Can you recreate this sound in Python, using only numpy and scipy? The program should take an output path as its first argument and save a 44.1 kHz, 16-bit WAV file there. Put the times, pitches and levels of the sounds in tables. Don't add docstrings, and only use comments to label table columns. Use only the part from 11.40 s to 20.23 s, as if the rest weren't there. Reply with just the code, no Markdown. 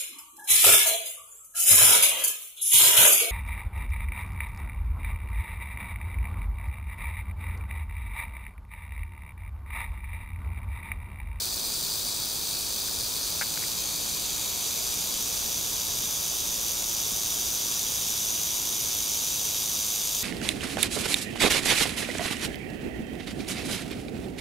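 import sys
import numpy as np
from scipy import signal
from scipy.fft import irfft
from scipy.io import wavfile
from scipy.ndimage import uniform_filter1d

SR = 44100
rng = np.random.default_rng(int(sys.argv[2]) if len(sys.argv) > 2 else 0)


def output_pcm(signal):
    pcm = np.clip(np.atleast_2d(signal).T, -1, 1) * 32767
    wavfile.write(sys.argv[1], SR, np.round(pcm).astype(np.int16))


def invert_db(level):
    return 10 ** (np.asarray(level, dtype=float) / 20)


N = 389403
FRAME = 512
BIN_HZ = np.fft.rfftfreq(FRAME, 1 / SR)

# time in seconds, level in dB.
RATTLE_LEVEL = [(0.0, -29.5), (0.14, -31), (0.29, -30), (2.97, -30), (3.69, -29), (3.96, -29.5),
                (6.64, -28), (8.83, -27.5)]
# time in seconds, turn away (0 to 1), cover of leaves (-1 to 1).
STANCE = [(0, 0, 0.55), (.6, 0, 0.49), (1.2, 0.15, 0.53), (1.8, .23, .47), (2.4, 0.8, .81), (3.05, 1, 0.92),
          (3.3, 1.01, 0.49), (4, 0.63, -0.13), (4.6, 0.54, -.57), (5.2, 0.55, -0.51), (5.8, 0.4, -.74),
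          (6.4, 0.6, -.61), (7, 0.7, -0.5), (8.83, 0.6, -0.51)]
# time in seconds, swings per second.
SWING_RATE = [(0, 58), (1, 51), (1.9, 54.5), (3, 61), (4.2, 59), (6, 55.4), (7.2, 54.3), (8.83, 52.7)]
# frequency in Hz, density in dB per Hz.
KNOCK_COLOUR = [(1120, -65), (1900, -23), (2300, -11.5), (3400, -8.5), (6000, 0.6), (10000, -9),
                (15500, -8.5)]
# centre in Hz, width in Hz, height in dB.
SEGMENT_RESONANCES = [(3700, 110, 0.9), (4100, 77, -1.5), (4760, 100, 2.5), (6240, 70, 2.5), (9300, 170, 2),
                      (14400, 150, -2.2), (15550, 300, 0)]
# centre in Hz, width in Hz,
# height in dB, change in dB per unit of turn, change in dB per unit of cover.
PATH_RESONANCES = [(2450, 120, 1.7, -1, 3), (2840, 180, -2.1, 1, -2), (3630, 390, 5.5, -2, -0.4),
                   (4246, 240, -1.5, -4.5, 4.5), (4840, 556, 11, -5.5, 3.5), (5358, 535, -11, -3.5, -0.8),
                   (5750, 465, 6.5, 2, -3), (6800, 140, 0.5, 0.7, -2.1), (8140, 490, 1.6, -5.5, 2.4),
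                   (9470, 470, 6.5, -5.5, 0), (11640, 540, -0.7, -4, 4.5), (12430, 690, 6, -1, -4),
                   (14600, 240, 1.5, -2, 6), (15300, 500, 5.5, -10.5, .7)]
# frequency in Hz, level in dB under the mean colour.
STRAY = [(2200, -8), (4500, -4.5), (7500, -10.5), (15000, -8.5)]
# delay in ms, share (ratio), turn in radians.
BODY_ECHOES = [(.229, .2, .55), (.312, .12, 2.23), (.605, .195, 1.85), (.778, .09, .5)]
AHEAD_RAD, LAG_MS = .27, .0083

# frequency in Hz, density in dB per Hz.
HUM_COLOUR = [(15, -35), (27, -2), (55, 0.4), (110, -3), (600, -8.5), (1000, -9.5), (1900, -17),
              (4180, -100)]
# frequency in Hz, likeness (0 to 1).
HUM_LIKENESS = [(40, .45), (130, .35), (350, .68), (1000, .8), (1500, .68), (2200, .5)]
# frequency in Hz, left lead in radians.
HUM_LEAD = [(40, .6), (300, 1.0), (1000, 1.7), (1900, 2.3)]
# frequency in Hz, left over right in dB.
HUM_TILT = [(40, -3), (250, 0), (700, 4), (1400, 5.8), (2200, 4)]
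HUM_DB = -44
SWELL_S, SWELL_WIDTH_S, SWELL_DB = 4.3, 2.5, 1.5

# start in seconds, ring level in dB, ring pitch in Hz,
# left over right of the ring in dB, tick level in dB.
CREAKS = [(1.484, -29, 1600, 7, -38), (2.0113, -24, 1500, 8, -28), (2.01275, -16, 1600, 9, -19),
          (2.02035, -17.5, 1690, 8, -14), (2.0274, -20.5, 1650, 8, -18), (2.0338, -28, 1600, 7, -25),
          (2.061, -35, 2210, 0, -36), (2.1745, -21.5, 1570, 8, -22), (2.226, -30.5, 1800, 6, -24),
          (2.238, -26, 2010, 6, -26), (2.599, -32, 702, -2, -45), (5.663, -36, 450, 0, -60),
          (5.72, -36, 220, 0, -60), (7.756, -42, 1600, 6, -40)]
RING_T60_CYCLES = 12.5


def evened(x):
    return x / np.sqrt(np.mean(abs(x) ** 2) + 1e-20)


def read(points, hz):
    point_hz, value = np.transpose(points)
    return np.interp(np.log(hz + 1), np.log(point_hz + 1), value)


def bump(centre_hz, width_hz):
    return np.exp(-.5 * ((BIN_HZ - centre_hz) / width_hz) ** 2)


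def causal(gain_db):
    log_gain = np.log(invert_db(np.maximum(gain_db, -100)))
    circle = np.concatenate([log_gain, log_gain[-2:0:-1]])
    return np.exp(np.conj(signal.hilbert(circle, axis=0)))[:len(gain_db)]


def ports(direct, diffuse, same, log_ratio):
    mean = np.sqrt(2 * np.cosh(log_ratio.real) + 2 * same * np.cos(log_ratio.imag)) / 2
    common = np.sqrt((1 + same) / 2) * direct
    opposed = np.sqrt((1 - same) / 2) * diffuse
    left = np.exp(log_ratio / 2) * (common + opposed)
    right = np.exp(-log_ratio / 2) * (common - opposed)
    return np.array([left, right]) / mean


def knocks(lag_swings=.36, jitter_swings=.05, spread_db=1.1, uneven_db=0.55, narrow=0.23,
           broad_db=-17, wander_db=1.0, joints=30):
    t = np.arange(N) / SR
    swings = np.cumsum(np.interp(t, *np.transpose(SWING_RATE))) / SR
    ends = np.arange(-2, 1100)
    out, power = np.zeros(N), np.zeros(len(BIN_HZ))
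    pitches_hz = rng.permutation(np.linspace(50, 124, joints) ** 2)
    for joint, pitch_hz in enumerate(pitches_hz):
        late = rng.standard_normal(len(ends))
        size = rng.exponential(1, len(ends))
        drift = rng.standard_normal(len(ends))
        place = ends / 2 + lag_swings * joint / joints + jitter_swings * late
        wander = evened(uniform_filter1d(drift, size=3) - uniform_filter1d(drift, size=12))
        size_db = spread_db * np.minimum(size, 4) + wander_db * wander
        size_db += uneven_db * (-1.) ** ends
        inside = (place > 0) & (place < swings[-1])
        at = np.interp(place, swings, t * SR).astype(int)
        train = np.bincount(at[inside], invert_db(size_db)[inside], N)
        off_pitch = np.log(BIN_HZ / pitch_hz + 1e-9) / narrow * np.sqrt(pitch_hz / 4000)
        hollow = invert_db(broad_db) + np.exp(-.5 * off_pitch ** 2)
        out += signal.oaconvolve(train, np.roll(irfft(hollow), 64)[:128])[:N]
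        power += hollow ** 2
    return out, power


def rattle(far_scatter_db=-0.5, near_scatter_db=-3.0, scatter_s=0.0086, patchy_db=1.0):
    x, power = knocks()
    envelope = np.sqrt(abs(uniform_filter1d(x ** 2, int(scatter_s * SR))))
    blur = envelope * rng.standard_normal((2, N))
    _, t, z = signal.stft(np.vstack([x, blur]), SR, nperseg=FRAME, noverlap=FRAME * 3 // 4)
    sharp = evened(z[0] / np.sqrt(power)[:, None])
    shared, unshared = evened(z[1]), evened(z[2])
    scatter = invert_db(np.interp(t, [0, N / SR], [far_scatter_db, near_scatter_db]))
    direct = (sharp + scatter * shared) / np.hypot(1, scatter)

    s, turn, cover = np.transpose(STANCE)
    turn, cover = np.interp(t, s, turn), np.interp(t, s, cover)
    colour_db = read(KNOCK_COLOUR, BIN_HZ)
    colour_db = colour_db + sum(db * bump(hz, width_hz) for hz, width_hz, db in SEGMENT_RESONANCES)
    colour_db = colour_db[:, None] + sum(
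        np.outer(bump(hz, width_hz), db + turn_db * turn + cover_db * cover)
        for hz, width_hz, db, turn_db, cover_db in PATH_RESONANCES)
    colour_db -= 10 * np.log10(np.mean(invert_db(colour_db) ** 2, 0))

    stray_db = np.minimum(read(STRAY, BIN_HZ)[:, None] - colour_db, 10)
    same = 1 / (1 + invert_db(stray_db) ** 2)
    rad_per_ms = 2 * np.pi * BIN_HZ / 1000
    log_ratio = 1j * (AHEAD_RAD - rad_per_ms * LAG_MS)
    log_ratio = log_ratio + sum(share * np.exp(1j * (rad - rad_per_ms * ms)) for ms, share, rad in BODY_ECHOES)

    patches = uniform_filter1d(rng.standard_normal(colour_db.shape[::-1]), size=13, axis=0)
    patches = uniform_filter1d(patches, size=2, axis=1)
    colour_db += patchy_db * evened(patches).T
    pair = ports(direct, unshared, same, log_ratio[:, None]) * causal(colour_db)
    pair = signal.istft(pair, nperseg=FRAME, noverlap=FRAME * 3 // 4)[1][:, :N]
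    s, level_db = np.transpose(RATTLE_LEVEL)
    return pair / np.std(pair.mean(0)) * invert_db(np.interp(np.arange(N) / SR, s, level_db))


def hum(patchy_db=0.34):
    frames, hz = N // 512 + 5, np.fft.rfftfreq(2048, 1 / SR)
    a, b, c, d, patches = rng.standard_normal((frames, len(hz), 5)).T
    patches = uniform_filter1d(patches, size=16, axis=0)
    patches = evened(uniform_filter1d(patches, size=10, axis=1))
    log_ratio = np.log(invert_db(read(HUM_TILT, hz))) + 1j * read(HUM_LEAD, hz)
    z = ports(a + 1j * b, c + 1j * d, read(HUM_LIKENESS, hz)[:, None], log_ratio[:, None])
    z *= invert_db(read(HUM_COLOUR, hz)[:, None] + patchy_db * patches)
    frame_s = np.arange(frames) * 512 / SR
    z *= invert_db(SWELL_DB * np.exp(-.5 * ((frame_s - SWELL_S) / SWELL_WIDTH_S) ** 2))
    pair = signal.istft(z, nperseg=2048, noverlap=1536)[1][:, :N]
    return invert_db(HUM_DB) * pair / np.std(pair.mean(0))


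def creaks(low_hz=1000, low_db=-10, tick_hz=2120, tick_t60_s=.005, rise_s=.00025):
    out, t = np.zeros((2, N)), np.arange(1500) / SR
    side = np.array([[.5], [-.5]])
    rise = 1 - np.exp(-t / rise_s)
    for s, ring_db, hz, pan_db, tick_db in CREAKS:
        ring = np.sin(2 * np.pi * hz * t) + invert_db(low_db) * np.sin(2 * np.pi * low_hz * t)
        ring = invert_db(ring_db + side * pan_db - 60 * t * hz / RING_T60_CYCLES) * ring
        tick = invert_db(tick_db - 60 * t / tick_t60_s) * np.sin(2 * np.pi * tick_hz * t)
        at = round(s * SR)
        out[:, at:at + len(t)] -= (ring + tick) * rise
    return out


def scene():
    return rattle() + hum() + creaks()


def band_limit(x):
    return signal.sosfilt(signal.butter(12, 15910, fs=SR, output="sos"), x)


def record(dry):
    edge = signal.firwin(1023, 15715, window=("kaiser", 9), fs=SR)
    mix = signal.oaconvolve(dry, edge[None], "same")
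    return band_limit(mix)


dry = scene()
out = record(dry)
output_pcm(out)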